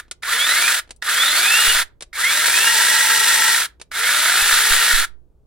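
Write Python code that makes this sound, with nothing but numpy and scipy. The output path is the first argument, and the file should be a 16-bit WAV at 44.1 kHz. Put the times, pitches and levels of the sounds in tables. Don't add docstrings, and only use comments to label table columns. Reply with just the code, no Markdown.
import sys
import numpy as np
from scipy import signal
from scipy.fft import rfft, irfft
from scipy.io import wavfile
from scipy.ndimage import uniform_filter1d

SR = 44100
rng = np.random.default_rng(int(sys.argv[2]) if len(sys.argv) > 2 else 0)


def master_out(mix):
    frames = np.transpose(np.atleast_2d(mix))
    ceiling = np.clip(frames, -1, 1)
    pcm = np.round(ceiling * 32767).astype(np.int16)
    wavfile.write(sys.argv[1], SR, pcm)


N = 240975
TIME = np.arange(N) / SR

# (start [s], stop [s], kick [links/s], ramp [links/s per s], top speed [links/s],
# clatter trim [dB], sizzle trim [dB], time the gears settle [s], whistle trim of motor orders 12, 16, 24 [dB] each)
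SQUEEZES = [(-.7, .001, 175, 460, 440, -3, -9, -.2, 0, 0, 0),
            (.222, .797, 171, 454, 443, -.2, -.5, .705, 4, -4, 1),
            (1.018, 1.83, 176, 458, 443, .2, 0, 1.745, 1, -8, 2),
            (2.128, 3.658, 183, 477, 442, -.9, -.3, 2.7, -1.5, 3.5, -7.5),
            (3.912, 5.05, 187, 430, 437, .7, .1, 4.48, -8.5, -6, -13)]
# (time [s], share [0-1])
ROLL = [(1.9, 0), (2.55, 0.84), (3.45, 1), (3.75, 0.03)]
# (speed [links/s], relative clatter [dB], relative sizzle [dB])
LOUDNESS = [(0, -37, -44), (100, -33, -39), (150, -28.5, -34), (205, -23.2, -27.8), (280, -20.6, -24),
            (440, -19.8, -21)]
# (level [dB], fall [dB per s])
CLATTER_RING = (-18, 320)
SIZZLE_RING = (-13, 500)
# (frequency [Hz], relative level [dB])
CLATTER_COLOUR = [(100, -69.5), (250, -28), (400, -20), (650, -15), (1050, -17.3), (1350, -.7), (1800, 2.4),
                  (2200, -6), (2950, -16.5), (3600, -7), (4500, -12.5), (6200, -17.5), (16000, -37)]
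# (frequency [Hz], relative level [dB])
SIZZLE_COLOUR = [(500, -23), (2000, 2.5), (3800, 1.5), (5500, -0.5), (6300, -1.5), (7400, 1.5), (8600, 3.5),
                 (10600, 0), (12000, -6), (14000, -8.5), (15700, -11.5)]
# (frequency [Hz], width [Hz], lift held upright [dB], lift rolled on its side [dB])
BODY = [(330, 300, -3, 3), (953, 150, 5, 10.5), (1215, 77, 3.5, -12.5), (1349, 160, 3.5, 5),
        (1456, 57, 3.5, -10), (1626, 80, 1, 5), (1710, 43, 4, 1), (1860, 91, 0.5, 4), (2450, 320, -0.5, -1),
        (3100, 90, 1.5, -1.5), (3437, 200, 3.5, 3), (3940, 220, 2.5, 1.5), (4350, 79, 3, 3),
        (5700, 900, -0.5, 2), (7420, 300, 0, 3.5), (8500, 320, -1, 4.5), (10650, 230, 4, -5.5),
        (15500, 1200, 0.5, 2)]
# (start [s], end [s], frequency [Hz], half width [Hz], level [dB])
ROUGH_TONES = [(1.22, 1.83, 3530, 35, -27), (2.127, 2.23, 2200, 110, -34), (2.66, 3.57, 885, 25, -36),
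               (3.92, 4.0, 2170, 60, -39), (4.1, 5.0, 3640, 35, -36)]
# (cycles per link [count], relative level at full speed [dB],
# lift rolled on its side [dB], power of speed it grows with [exponent])
HUMS = [(1, -48.5, -3, 1.6), (2, -44, -2, .8)]
# (cycles per motor turn [count], relative level at full speed [dB],
# lift rolled on its side [dB], power of speed it grows with [exponent])
GEARS = [(8, -28.5, 1.5, 3.5), (12, -40, 2, 1), (16, -44, 3, 1), (24, -45, 1, 1)]
# (motor order [cycles per turn], frequency [Hz], width [Hz], relative level [dB])
WHISTLES = [(12, 1200, 280, -27.5), (12, 2050, 340, -30.5), (12, 2680, 500, -22.7), (16, 2130, 360, -25),
            (24, 3380, 500, -24), (24, 3920, 300, -28), (24, 4500, 320, -28.5)]
# (time [s], relative peak [dB], tilt towards the treble [dB per octave])
CLICKS = [(0.0804, -50, -5), (0.1115, -19, 0.5), (0.8749, -47, -5), (0.892, -40.5, -5), (0.9065, -26, -0.5),
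          (0.9617, -47, 11), (2.0069, -28.5, -1.5), (2.0222, -24, -1), (3.7981, -37.5, -4),
          (3.8137, -25, -1)]
# (frequency [Hz], relative level [dB])
PLASTIC = [(100, -29), (350, -0.5), (800, -5.5), (1500, -4), (2400, 0), (4200, 0.5), (6500, -1),
           (9500, 3), (12000, -28.5), (16000, -27.5)]
# (time [s], relative peak [dB])
JOLTS = [(0.233, -11), (0.798, -29), (1.024, -10), (1.824, -15), (2.13, -22), (3.917, -12)]
# (time [s], peak pressure [dB], rise time [s], push or pull [+1 or -1])
PUFFS = [(1.675, -19, .012, 1), (1.751, -23, 0.015, -1), (4.422, -23, .007, -1), (4.525, -23, .012, -1),
         (4.706, -14.5, .014, -1), (4.934, -11, .02, 1)]
# (frequency [Hz], likeness [0-1])
PORT_LIKENESS = [(60, .55), (250, 0.93), (800, 0.98), (1600, 1), (3000, 0.73), (4300, 0.87), (5300, 0.72),
                 (7000, 0.3), (9200, 0.67), (10500, .38), (15000, .28)]
# (frequency [Hz], left over right [dB])
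PORT_BALANCE = [(300, -0.5), (900, -2), (1700, -2.3), (2600, -3), (4000, -3), (6000, -1.5), (7500, 2),
                (9500, 7.5), (11000, 3), (12500, -0.5), (15500, -6.5)]
# (frequency [Hz], lead of the left [radians])
PORT_LEAD = [(100, 0.5), (500, -0.9), (1500, 0.4), (3000, -0.24), (5000, -.9), (7000, -1.94), (9400, -3),
             (10400, -4), (11400, -6), (14000, -7)]
# (frequency [Hz], time to fall 60 dB [s])
ROOM_T60 = [(200, 0.5), (1500, 0.21), (5000, 0.16), (15000, 0.077)]
# (frequency [Hz], relative density [dB per Hz])
AIR_COLOUR = [(12, -30), (20, -2), (61, -8.5), (80, -12), (147, -18.5), (223, -27), (294, -23.5),
              (357, -21), (1510, -47.5), (1830, -54.5), (15000, -60.5)]

AIR_DB, HUM_DB = -55.5, -58
MOTOR_PER_LINK = 13 / 24
SPROCKET_TEETH, CHAIN_LINKS = 7, 37
KICK_S, BRAKE_S = .03, .11
STALL_SPEED, FULL_SPEED = 185, 440
KNEE_ORDER = 40
DRIFT_SHARE, DRIFT_HZ = .003, 2.5
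START_S, STOP_S = .004, .006
SURGE_DB, SIZZLE_SURGE_DB, SURGE_HZ = 1.1, .5, 14
CEILING, EDGE_HZ = .9, 15950


def drive():
    start, stop, kick, ramp, top = latest_squeeze()[:5]
    powered_s = np.clip(np.minimum(TIME, stop - BRAKE_S) - start, 0, None)
    speed = kick * (1 - np.exp(-powered_s / KICK_S)) + ramp * powered_s
    speed = speed / (1 + (speed / top) ** KNEE_ORDER) ** (1 / KNEE_ORDER)
    speed = speed * (1 + DRIFT_SHARE * wander(DRIFT_HZ))
    braked = np.clip(1 + (TIME - stop) / BRAKE_S, 0, 1)
    return speed + (STALL_SPEED - speed) * braked, TIME < stop


def latest_squeeze():
    table = np.array(SQUEEZES)
    return table[np.searchsorted(table[:, 0], TIME, "right") - 1].T


def rolled():
    return np.interp(TIME, *np.transpose(ROLL))


def chain(links, speed):
    clatter_gain, sizzle_gain = chain_levels(speed)
    hz = bins(TIME)
    flung = np.clip((np.gradient(links) * SR - 70) / 230, 0, 1)
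    sliding = np.sqrt(1 - flung ** 2)

    knocks = strikes(links, scatter_db=1.2, slap_db=3.2, uneven_db=1.5, wobble_db=4.8,
                     jitter_s=.0001, decay_s=.0015, count=80)
    rub = (amp(-10) + .8 * sliding) * rng.standard_normal((2, N))
    clatter = housing(coloured(flung * knocks + rub, read(CLATTER_COLOUR, hz)))

    ticks = strikes(2 * links, scatter_db=2.0, slap_db=0.5, uneven_db=-0.5, wobble_db=-0.2,
                    jitter_s=.0004, decay_s=.0011, count=60)
    scrape = (amp(0.5) + 0.32 * sliding) * rng.standard_normal((2, N)) * amp(1.4 * wander(50))
    sizzle = housing(coloured(flung * ticks + scrape, read(SIZZLE_COLOUR, hz)))

    clatter *= amp(-1.37) * clatter_gain / band_rms(clatter, 1000, 2500)
    sizzle *= amp(-1.0) * sizzle_gain / band_rms(sizzle, 5000, 15000)
    return clatter + sizzle


def chain_levels(speed):
    start, stop, _, _, _, clatter_db, sizzle_db, *_ = latest_squeeze()
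    speeds, clatter_law_db, sizzle_law_db = np.transpose(LOUDNESS)
    begun = np.clip((TIME - start) / START_S, 0, 1)
    stopped_s = np.maximum(TIME - stop, 0)

    def fade(ring_db, fall):
        return begun * np.maximum(np.exp(-stopped_s / STOP_S), amp(ring_db - fall * stopped_s))

    surge = wander(SURGE_HZ)
    clatter_db = np.interp(speed, speeds, clatter_law_db) + clatter_db + SURGE_DB * surge
    sizzle_db = np.interp(speed, speeds, sizzle_law_db) + sizzle_db + SIZZLE_SURGE_DB * surge
    return fade(*CLATTER_RING) * amp(clatter_db), fade(*SIZZLE_RING) * amp(sizzle_db)


def strikes(passes, scatter_db, slap_db, uneven_db, wobble_db, jitter_s, decay_s, count):
    at = np.flatnonzero(np.diff(np.floor(passes)))
    number = np.arange(len(at))
    own = rng.standard_normal(CHAIN_LINKS)[number % CHAIN_LINKS]
    chance, late, slap = rng.standard_normal((len(at), 3)).T
    slap = evened(uniform_filter1d(slap, 2))
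    swing = np.sin(2 * np.pi * number / SPROCKET_TEETH)
    force_db = scatter_db * chance + slap_db * slap + uneven_db * own + wobble_db * swing
    force = np.tanh(amp(force_db - 6))

    spots = [ring(decay_s) for _ in range(count)]
    out = np.zeros((2, N))
    for s, size, spot in zip(at / SR + jitter_s * late, force, rng.integers(0, count, len(at))):
        add(out, s, size * spots[spot])
    power = uniform_filter1d((out ** 2).mean(0), SR // 16)
    return out / np.sqrt(abs(power) + 1e-3 * power.mean())


def housing(two):
    hz, roll = bins(two), rolled()
    bumps = np.array([np.exp(-2.8 * ((hz - f) / width) ** 2) for f, width, _, _ in BODY])
    upright_db, rolled_db = np.array(BODY)[:, 2:].T @ bumps
    return ports((1 - roll) * coloured(two, upright_db) + roll * coloured(two, rolled_db))


def whine(links, speed):
    _, stop, *_, settle, db_12, db_16, db_24 = latest_squeeze()
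    whistle_db, roll = {12: db_12, 16: db_16, 24: db_24}, rolled()
    unsettled = np.clip(.5 + (settle - TIME) / .04, 0, 1)
    powered = uniform_filter1d(1. * (TIME < stop - BRAKE_S + .01), SR // 25)
    driven = np.clip((speed - 120) / 105, 0, 1) ** 2 * powered
    share = speed / FULL_SPEED

    out = amp(-60.5) * share ** 2 * np.exp(2j * np.pi * MOTOR_PER_LINK * links)
    for per_link, tones in ((1, HUMS), (MOTOR_PER_LINK, GEARS)):
        for multiple, db, rolled_db, power in tones:
            order = multiple * per_link
            gain = amp(db + rolled_db * roll) * share ** power
            for motor_order, hz, width_hz, peak_db in WHISTLES:
                if motor_order == multiple:
                    resonance = np.exp(-2.8 * ((order * speed - hz) / width_hz) ** 2)
                    gain = gain + unsettled * amp(peak_db + whistle_db[multiple]) * resonance
            tug = .09 * wander(40) + .05 * wander(200)
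            turns = order * links + min(order, 8) / 8 * tug + .02 * wander(30)
            sprocket_swing = np.sin(2 * np.pi * links / SPROCKET_TEETH)
            contact_db = np.minimum(4.5 * wander(22) + 2 * wander(150) + 2.5 * sprocket_swing, 4)
            out += gain * amp(contact_db) * np.exp(2j * np.pi * turns)
    return amp(3.45) * driven * ports(np.array([out.real, out.imag]))


def rough_tones():
    out = np.zeros(N)
    for start, end, hz, width_hz, db in ROUGH_TONES:
        phase = 2 * np.pi * hz * TIME
        tone = wander(width_hz) * np.cos(phase) + wander(width_hz) * np.sin(phase)
        fade = np.clip(np.minimum((TIME - start) / 0.0092, (end - TIME) / .03), 0, 1)
        out += amp(db) * tone * fade
    return out * amp([[-1.3], [1.3]])


def trigger_and_jolts():
    out = np.zeros((2, N))
    for s, db, tilt_db in CLICKS:
        add(out, s, amp(db + 1.5) * blow(PLASTIC, decay_s=0.0067, tilt_db=tilt_db))
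    for s, db in JOLTS:
        add(out, s - .001, amp(db - 4) * blow(CLATTER_COLOUR, decay_s=.0045))
    return out


def blow(spectrum, decay_s, tilt_db=0):
    hit = np.pad(ring(decay_s), ((0, 0), (32, 0)))
    hz = bins(hit)
    hit = ports(coloured(hit, read(spectrum, hz) + tilt_db * np.log2((hz + 100) / 3000)))
    hit = hit * np.clip(np.linspace(4, 0, hit.shape[-1]), 0, 1) ** 2
    return hit / abs(hit.mean(0)).max()


def puffs():
    out, t = np.zeros((2, N)), np.arange(SR // 2) / SR
    for s, db, rise, sign in PUFFS:
        push = t * np.exp(-t / rise)
        push = signal.lfilter(*signal.butter(1, 4.5, "high", fs=SR), push)
        push = signal.lfilter(*signal.butter(1, 3.5, "high", fs=SR), push)
        push = signal.lfilter(*signal.butter(1, 200, "low", fs=SR), push)
        add(out[1], s, sign * amp(db) * push / push.max())
    return out


def room(x):
    taps = rng.standard_normal((2, SR // 2)) * (np.arange(SR // 2) > .004 * SR)
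    hz, t, z = signal.stft(taps, SR, nperseg=256)
    tail = signal.istft(z * amp(-60 * t / read(ROOM_T60, hz)[:, None]), SR, nperseg=256)[1]
    return signal.fftconvolve(x, tail / np.linalg.norm(tail[0]), axes=1)[:, :N]


def background():
    noise = rng.standard_normal((2, N)) * 0.77 + rng.standard_normal(N)
    air = coloured(noise, read(AIR_COLOUR, bins(TIME)))
    return amp(AIR_DB) * evened(air) + amp(HUM_DB) * np.sin(2 * np.pi * 60 * TIME)


def ports(two):
    hz, (a, b) = bins(two), rfft(two)
    same, lean = read(PORT_LIKENESS, hz), amp(read(PORT_BALANCE, hz) / 2)
    right = (same * a + np.sqrt(1 - same ** 2) * b) * np.exp(-1j * read(PORT_LEAD, hz))
    return irfft(np.array([a * lean, right / lean]), two.shape[-1])


def ring(decay_s, size=2048):
    return evened(rng.standard_normal((2, size)) * np.exp(-np.arange(size) / SR / decay_s))


def wander(rate):
    hz = bins(TIME)
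    hz = hz[hz < 6 * rate]
    real, imag = rng.standard_normal((2, len(hz)))
    return evened(irfft((real + 1j * imag) / (1 + (hz / rate) ** 4), N))


def amp(db):
    return 10 ** (np.asarray(db) / 20)


def evened(x):
    return x / np.sqrt(np.mean(x ** 2) + 1e-20)


def read(points, hz):
    f, value = np.transpose(points)
    return np.interp(np.log(hz + 1), np.log(f + 1), value)


def bins(x):
    return np.fft.rfftfreq(x.shape[-1], 1 / SR)


def coloured(x, db):
    return irfft(rfft(x) * amp(db), x.shape[-1])


def band_rms(pair, lo_hz, hi_hz):
    hz = bins(pair)
    band = rfft(pair.mean(0))[(hz > lo_hz) & (hz < hi_hz)]
    return np.sqrt(2 * np.sum(abs(band) ** 2)) / pair.shape[-1]


def add(mix, s, sound):
    part = mix[..., max(round(s * SR), 0):][..., :sound.shape[-1]]
    part += sound[..., :part.shape[-1]]


def scene():
    speed, moving = drive()
    links = np.cumsum(speed * moving) / SR
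    saw = chain(links, speed) + whine(links, speed) + rough_tones() + trigger_and_jolts()
    return saw + amp(-22) * room(saw) + puffs() + background()


def record(dry):
    rounded = dry / (1 + (dry / CEILING) ** 8) ** (1 / 8)
    band_limit = signal.firwin(511, EDGE_HZ, window=("kaiser", 9), fs=SR)
    return signal.oaconvolve(rounded, band_limit[None], "same")


dry = scene()
out = record(dry)
master_out(out)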